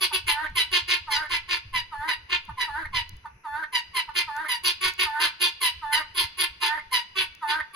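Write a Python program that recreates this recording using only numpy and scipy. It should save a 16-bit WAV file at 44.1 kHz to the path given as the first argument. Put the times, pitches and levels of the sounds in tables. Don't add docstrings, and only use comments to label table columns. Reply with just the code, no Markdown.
import sys
import numpy as np
from scipy import signal
from scipy.fft import rfft, irfft
from scipy.io import wavfile
from scipy.ndimage import uniform_filter1d, minimum_filter1d

SR = 44100
rng = np.random.default_rng(int(sys.argv[2]) if len(sys.argv) > 2 else 0)


def unload_wav(signal):
    wavfile.write(
        sys.argv[1],
        SR,
        np.round(np.clip(np.atleast_2d(signal).T, -1, 1) * 32767).astype(np.int16),
    )


N = 341775
TIME_S = np.arange(N) / SR
HZ = np.fft.rfftfreq(N, 1 / SR)

# time in seconds, level in dB before the lumps.
WIND_LEVEL = [(0.0, -61), (0.64, -53), (0.99, -58), (1.68, -52.5), (2.16, -59.5), (2.65, -49), (3.5, -59.5),
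              (5.85, -62.5), (6.02, -57.5), (7.75, -66)]
# frequency in Hz, relative level in dB.
WIND_SPECTRUM = [(11, 9), (18, -28), (38, -4), (59, 8), (98, 3), (254, -34.5), (273, -30.5), (300, -20.5),
                 (390, -44.5), (660, -120)]
# start in seconds, level in dB before GUST_CREST_DB is taken off.
GUSTS = [(0.492, -34), (0.819, -44.5), (1.148, -41), (1.302, -43), (1.716, -37), (2.324, -45), (2.492, -38),
         (2.943, -31.5), (3.112, -41), (4.844, -45), (5.833, -49), (5.999, -56), (6.195, -49),
         (7.185, -46.5)]
# start in seconds, level in dB, time scale in seconds.
POPS = [(0.504, -47, 0.058), (1.741, -43.5, 0.058), (2.477, -40.5, 0.043), (2.903, -48, 0.05),
        (3.11, -50.5, 0.0554), (4.582, -59, 0.045)]
GUST_RISE_S, GUST_CREST_DB, LUMPY_DB = 0.02, 4.5, 6.5
POP_START_HZ = 249

# frequency in Hz, relative level in dB.
AIR_SPECTRUM = [(90, -27.5), (150, -6), (260, -16.5), (400, -15), (600, -20.5), (900, -20), (2700, -13.5),
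                (3500, -53), (6000, -25), (8500, -64.5), (10500, -26.5), (15700, -65)]
AIR_DB = -61

# time in seconds, nominal peak in dB, treble in dB, start pitch in Hz,
# growl at a third of the pitch in dB, rise in seconds, length in seconds.
GUINEA_NOTES = [(0.0161, -12.5, 1.5, 1145, -30, 0.02, 0.053), (0.1337, -15, 2.5, 1150, -21, .023, 0.064),
                (0.2801, -17.5, 9, 1070, -34.5, 0.012, .073), (0.5625, -14, 7, 1081, -43, 0.032, 0.087),
                (0.7258, -13, -2.5, 1096, -31, 0.025, 0.086), (0.8895, -17, 0.5, 1089, -29.5, 0.011, 0.099),
                (1.1138, -18.5, 1, 1071, -46, 0.021, 0.088), (1.305, -19, 2, 1072, -33.5, 0.036, .085),
                (1.491, -19.5, -2, 1083, -26, 0.038, 0.1), (1.7396, -20, -1, 1045, -43, .034, 0.082),
                (2.0884, -23, -1, 1022, -44.5, 0.014, 0.071), (2.3019, -18, -8, 1089, -29.5, 0.039, 0.082),
                (2.585, -23, -0.5, 1021, -46.5, 0.036, 0.089), (2.9374, -18, -7, 1066, -39.5, 0.046, 0.086),
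                (3.7353, -20.5, 3, 1008, -54, 0.023, 0.078),
                (3.9475, -18.5, 1.5, 1094, -40.5, 0.038, 0.081),
                (4.156, -18.5, 2.5, 1076, -30.5, 0.026, 0.083), (4.4928, -21, 8, 1018, -49, 0.022, 0.088),
                (4.6464, -13.5, 5.5, 1086, -28.5, 0.027, 0.079),
                (4.819, -18.5, 6.5, 1131, -29.5, 0.021, 0.094), (4.9915, -18, 4, 1121, -27, .016, 0.09),
                (5.206, -16, 2.5, 1040, -29.5, .022, .09), (5.4096, -13.5, 2, 1072, -25.5, .023, 0.095),
                (5.619, -13.5, 5.5, 1081, -41, 0.026, 0.086), (5.929, -19, 5, 1019, -50.5, 0.013, .084),
                (6.1573, -15.5, 3, 1080, -31, 0.036, 0.11), (6.3864, -16.5, 4, 1090, -30, .023, 0.089),
                (6.6145, -16.5, 2.5, 1057, -28.5, .033, 0.093), (6.9234, -18, 3, 1034, -46.5, .025, 0.1),
                (7.163, -17, -.5, 1153, -26.5, 0.031, .098), (7.485, -23, -0.5, 1067, -24.5, 0.022, 0.073),
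                (7.7455, -21, 4.5, 1163, -24, 0.041, 0.1)]
# frequency in Hz, relative gain in dB.
GUINEA_THROAT = [(150, -79), (250, -36), (379, 3), (695, -12.5), (949, -5.5), (1230, -9.5), (2030, -4.5),
                 (3420, -3), (4830, -2.5), (5360, -21.5), (6060, -33), (8560, -11.5), (10500, -11),
                 (13400, -35), (15700, -50)]
# frequency in Hz, width in Hz, mean lift in dB.
RESONANCES = [(1536, 40, 7), (1738, 80, 7.5), (2296, 69, -1), (2652, 414, 12), (2900, 110, 5.5),
              (3456, 108, 11), (3918, 59, 4), (4220, 15, 8.5), (4820, 39, 5), (6003, 394, 22.5),
              (15190, 1610, 24)]
CREST_DB = 2.5
FULL_STRESS_DB = -30
END_HZ = 930.7
ROUGHNESS = .6
CLEAR_SHARE, CLEARING = .6, .4
TONE_DB, TONE_LOSS_DB = -31.5, 3
TONE_FLICKER_DB, TONE_DECAY_S = 3.0, 0.27
CHEST_DB, CHEST_LOSS_DB = -13.5, 2

# frequency in Hz, gain in dB.
HOLLOW = [(430, -3), (500, -11), (740, -5.5), (820, 0)]
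# frequency in Hz, relative gain in dB.
RUN_WALLS = [(300, -3), (800, 1), (4000, 2.5), (7000, -4), (11000, -11.5), (16000, -3)]
YARD_WALLS = [(300, -10), (800, -0.5), (4500, 1.5), (7000, -7), (11000, -26), (16000, -10)]
RUN_T60_S, RUN_DELAY_S, RUN_DB = 0.14, 0.002576, -3
YARD_T60_S, YARD_DELAY_S, YARD_DB = 0.69, 0.027, -18

# start in seconds, level in dB.
CLUCKS = [(0.102, -35.5), (2.478, -37), (3.241, -37), (4.075, -35.5)]
# age in seconds, pitch in Hz before the onset drop, level in dB,
# thirds relative to the tone in dB, throat opening in dB, beak resonance in Hz.
CLUCK_COURSE = [(0, 970, -10.5, -6, 7.5, 1260), (.01, 940, -2.5, -22, -19, 1270),
                (0.016, 880, 4, -4.5, -10.5, 1280), (0.043, 870, -19.5, -13, 8, 1454)]
# start in seconds, length in seconds, level in dB, held pitch in Hz, top pitch in Hz,
# share of the length at which the top is reached, beak resonance gained by the end in Hz.
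SQUAWKS = [(0.27, 0.21, -35.5, 875, 962.5, 0.76, 66), (1.068, 0.21, -35, 867.2, 946, 0.66, -49),
           (1.911, 0.22, -36.5, 864.7, 974, 0.72, 89.5), (2.668, 0.21, -36, 859, 996, .6, 4.5),
           (3.436, 0.22, -36.5, 872, 969.7, 0.76, -85), (4.267, 0.22, -35.5, 869.4, 965, 0.68, 29),
           (5.046, 0.24, -33.5, 883, 945.5, 0.718, 26), (5.814, 0.22, -34, 877, 945, 0.78, 88),
           (6.612, 0.2, -33, 886.5, 943.5, 0.72, 217), (7.412, 0.21, -31.5, 883, 958.6, 0.75, -58)]
# share of its length, pitch from 0 held to 1 top, level in dB,
# thirds relative to the tone in dB, throat opening in dB, beak resonance in Hz.
SQUAWK_COURSE = [(0, 1.093, -12.5, -8.5, 5, 1285), (.08, 0.574, 1.5, -7.5, -9, 1360),
                 (0.149, 0.0013, 3, -11.5, -8.5, 1200), (0.302, 0, -1.5, -20, -3.5, 1600),
                 (.48, .12, 5, -4.5, -7, 1485), (.7, .95, 2.5, -4.5, -4, 1680),
                 (0.859, 0.53, -2, 7.5, 4, 1646), (.93, 0.424, 1, -1, 2.5, 1980),
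                 (1, 0.81, -22, -10, 2.5, 1830)]
# frequency in Hz, relative gain in dB.
HEN_THROAT = [(250, -86), (320, 6), (620, 0.5), (900, 10), (1200, 2.5), (1600, -1), (2000, -2.5),
              (2600, -11), (4500, -14), (6000, -32.5), (10500, -19), (15500, -40.5)]
USUAL_TOP_SHARE = .7
HEN_PARTIALS = 52

# time in seconds, nominal level in dB.
TICKS = [(0.4991, -46), (2.4526, -45), (3.0934, -28), (3.1675, -43), (4.3659, -33), (4.9375, -31),
         (7.3507, -39)]

# frequency in Hz, phase by which left leads in radians.
PORT_PHASE = [(0, 0), (2070, -0.1), (2760, -4.4), (4740, -6.7), (5250, -8.9), (6720, -5.7), (7670, -9.2),
              (8870, -9.4), (10400, -12.4), (11600, -12.7), (12700, -15.5), (14400, -16.1), (15200, -19.0),
              (16400, -18.7)]
LIMIT = .5
CUTOFF_HZ = 15800


def from_db(db):
    return 10 ** (np.asarray(db) / 20)


def rms_one(x):
    return x / np.sqrt(np.mean(x ** 2) + 1e-20)


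def at_hz(points, hz):
    table = np.array(points)
    return np.interp(np.log(hz + 1), np.log(table[:, 0] + 1), table[:, 1])


def colour(x, spectrum):
    return irfft(rfft(x) * from_db(at_hz(spectrum, HZ)), N)


def drift(rate_hz):
    slow = irfft(rfft(rng.standard_normal(N)) / (1 + (HZ / rate_hz) ** 2), N)
    return np.clip(rms_one(slow), -2.2, 2.2)


def high_pass(x, cutoff_hz):
    return signal.sosfilt(signal.butter(2, cutoff_hz, "high", fs=SR, output="sos"), x)


def wind():
    s, level_db = np.transpose(WIND_LEVEL)
    strength = from_db(np.interp(TIME_S, s, level_db) + LUMPY_DB * drift(14))
    for s, gust_db in GUSTS:
        age = np.clip(TIME_S - s, 0, 1) / GUST_RISE_S
        strength += from_db(gust_db - GUST_CREST_DB) * age * np.exp(1 - age)
    out = strength * rms_one(colour(rng.standard_normal(N), WIND_SPECTRUM))
    for s, pop_db, scale_s in POPS:
        age = np.clip(TIME_S - s, 0, 1) / scale_s
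        envelope = from_db(pop_db) * age * np.exp(1 - 1.9 * age)
        out += envelope * np.sin(2 * np.pi * POP_START_HZ * scale_s * np.log(1 + age))
    return out


def yard_air():
    mid, side = rng.standard_normal((2, N))
    wide = high_pass(side, 400)
    return from_db(AIR_DB) * rms_one(colour(mid + wide * [[1], [-1]], AIR_SPECTRUM))


def resonances(x):
    out = x.copy()
    for hz, width_hz, lift_db in RESONANCES:
        r = np.exp(-np.pi * width_hz / SR)
        feedback = [1, -2 * r * np.cos(2 * np.pi * hz / SR), r * r]
        rung = signal.lfilter([(1 - r * r) / 2, 0, (r * r - 1) / 2], feedback, x + 1e-18)
        out += from_db(lift_db + 3 * drift(8)) * rung
    return out


def guinea_fowl():
    shape, stress, rough, tone, treble, chest, edge = np.zeros((7, N))
    pitch_hz, tone_hz = np.full((2, N), 1000.)
    for s, peak_db, treble_db, start_hz, growl_db, rise_s, length_s in GUINEA_NOTES:
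        growl = from_db(growl_db - FULL_STRESS_DB)
        here = (TIME_S > s - .02) & (TIME_S < s + .16)
        age_s = np.clip(TIME_S[here] - s + .018, 0, None)
        share = np.clip(age_s / length_s, 0, 1)

        swell = np.clip(age_s / max(rise_s + 0.0088, .005), 0, 1) ** 1.9
        fade = 1 / (1 + np.exp((age_s - length_s) / 0.0094))
        shape[here] = from_db(peak_db - CREST_DB) * swell * fade * np.exp(-age_s / 0.097)
        tone_swell = np.clip(age_s / 0.019, 0, 1) ** 1.9
        tone_gain = from_db(TONE_DB - TONE_LOSS_DB * growl)
        tone[here] = tone_gain * tone_swell * fade * np.exp(-age_s / TONE_DECAY_S)

        fall_hz = (END_HZ - start_hz) * share
        scoop_hz = 90 * np.exp(-age_s / .015) * max(1 - growl, 0)
        jump_hz = (END_HZ - start_hz) / (1 + np.exp((.6 * length_s - age_s) / 0.0029))
        tone_hz[here] = start_hz + scoop_hz + (jump_hz if growl > .6 else fall_hz)
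        pitch_hz[here] = start_hz + scoop_hz + fall_hz * np.clip(1 - .75 * growl, .2, 1)

        stress[here] = growl
        hoarse = ROUGHNESS * min(CLEAR_SHARE + (1 - CLEAR_SHARE) * growl, 1.05)
        rough[here] = hoarse * (1 - CLEARING * share ** 2)
        treble[here] = from_db(treble_db) * np.exp(-age_s / 0.23)
        edge[here] = 2.07 * np.clip(age_s / 0.045, .3, 1) * np.exp(-age_s / 0.094)
        chest[here] = from_db(CHEST_DB - CHEST_LOSS_DB * growl - peak_db) * (0.76 + age_s / 0.15)

    cycles = np.cumsum(pitch_hz * (1 + .05 * rough * drift(300))) / SR
    count = np.floor(cycles).astype(int)
    closing = np.diff(count, prepend=0) > 0
    uneven = .6 * rough * rng.standard_normal(count.max() + 1)[count]
    size = 1 + uneven + stress * (count % 3 - 1) * 1.2
    size = np.clip(size, -.6, 2.4)
    breath = .38 * rough * rng.standard_normal(N) * np.exp(-(cycles % 1) / .4) * np.abs(size)
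    voice = resonances(colour(size * closing + breath, GUINEA_THROAT))
    voice /= np.sqrt(uniform_filter1d(voice ** 2, size=1500))

    top = colour(voice, [(6000, -40), (8500, 0)])
    low = colour(voice, [(900, -30), (1300, 0), (2300, 0), (3000, -30)])
    rasp = colour(voice, [(2400, -30), (3200, 0), (6000, 0), (8500, -40)])
    grain = from_db(1.5 * drift(40))
    throb = from_db(2.54 * drift(91))
    harsh = voice + (treble * grain - 1) * top + (chest - 1) * low + (edge - 1) * rasp
    clean = np.sin(2 * np.pi * np.cumsum(tone_hz * (1 + 0.0065 * drift(48.0))) / SR)
    return harsh * shape * throb + tone * clean * from_db(TONE_FLICKER_DB * drift(60))


def echoes(x, t60_s, delay_s, walls):
    decay = from_db(-60 * TIME_S[:SR] / t60_s) * (TIME_S[:SR] > delay_s)
    tail = rng.standard_normal((2, SR)) * decay
    tail /= np.sqrt((tail ** 2).sum(axis=1, keepdims=True))
    return signal.fftconvolve(colour(x, walls)[None], tail, axes=1)[:, :N]


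def hen_calls():
    age_s, pitch_hz, level_db, *rest = np.transpose(CLUCK_COURSE)
    calls = [(s + age_s, pitch_hz, call_db + level_db, *rest) for s, call_db in CLUCKS]
    share, climb, level_db, thirds_db, open_db, beak_hz = np.transpose(SQUAWK_COURSE)
    for s, length_s, call_db, held_hz, top_hz, top_share, gained_hz in SQUAWKS:
        times_s = s + length_s * np.interp(share, [0, USUAL_TOP_SHARE, 1], [0, top_share, 1])
        pitch_hz = held_hz + climb * (top_hz - held_hz)
        calls.append((times_s, pitch_hz, call_db + level_db, thirds_db, open_db,
                      beak_hz + share * gained_hz))
    return calls


def hen():
    out = np.zeros(N)
    wobble = drift(140)
    hoarse = rng.standard_normal((HEN_PARTIALS, N // 100 + 2))
    croak = drift(31)
    k = np.arange(1, HEN_PARTIALS + 1)[:, None]
    for s, *columns in hen_calls():
        here = (TIME_S > s[0] - .005) & (TIME_S < s[-1] + .01)
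        t = TIME_S[here]
        pitch_hz, call_db, thirds_db, open_db, beak_hz = [np.interp(t, s, c) for c in columns]
        strain = np.clip(from_db(thirds_db), 0, 1) ** 1.5
        pitch_hz = pitch_hz * (1 + 0.111 * np.exp(-(t - t[0]) / 0.01115))
        turn = 2 * np.pi * np.cumsum(pitch_hz * (1 + .022 * strain * wobble[here])) / SR / 3

        hz = k * pitch_hz / 3
        grouping_db = thirds_db * (k % 3 > 0) * (1 + 1.6 * (k < 3))
        level_db = at_hz(HEN_THROAT, hz) + grouping_db + open_db * (k > 3)
        beak = 1 + 8.1 * (k != 3) / (1 + ((hz - beak_hz) / 130) ** 2)
        heights = from_db(level_db) * beak
        heights /= np.sqrt((heights ** 2).sum(axis=0))

        flutter = np.array([np.interp(t * SR / 100, np.arange(len(h)), h) for h in hoarse])
        unsteady = 1 + (.7 * strain + k / 40) * (k > 3) * flutter
        partials = heights * unsteady * np.sin(k * turn + k * k)
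        edge = np.clip(np.minimum(t - t[0], t[-1] - t) / 0.021, 0, 1)
        lumps = from_db(3.5 * strain ** 2 * croak[here])
        out[here] += np.sqrt(2) * from_db(call_db) * edge * lumps * partials.sum(axis=0)
    return out


def ticks():
    clicks = np.zeros(N)
    for s, level_db in TICKS:
        clicks[round(s * SR)] = from_db(level_db)
    decay = signal.lfilter([1], [1, -np.exp(-1 / (.0008 * SR))], clicks)
    return high_pass(decay * rng.standard_normal(N), 3000)


def scene():
    birds = colour(guinea_fowl() + hen(), HOLLOW)
    half = np.exp(.5j * at_hz(PORT_PHASE, HZ))
    ports = irfft(rfft(birds + ticks()) * np.array([half, 1 / half]), N)
    direct = ports * from_db([[-.4], [.4]])
    run = from_db(RUN_DB) * echoes(birds, RUN_T60_S, RUN_DELAY_S, RUN_WALLS)
    yard = from_db(YARD_DB) * echoes(birds, YARD_T60_S, YARD_DELAY_S, YARD_WALLS)
    return direct + run + yard + yard_air() + wind()


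def record(dry):
    gain = minimum_filter1d(LIMIT / np.maximum(np.abs(dry).max(axis=0), LIMIT), size=301)
    held = dry * uniform_filter1d(gain, size=301)
    return signal.sosfilt(signal.ellip(10, .5, 75, CUTOFF_HZ, fs=SR, output="sos"), held)


dry = scene()
out = record(dry)
unload_wav(out)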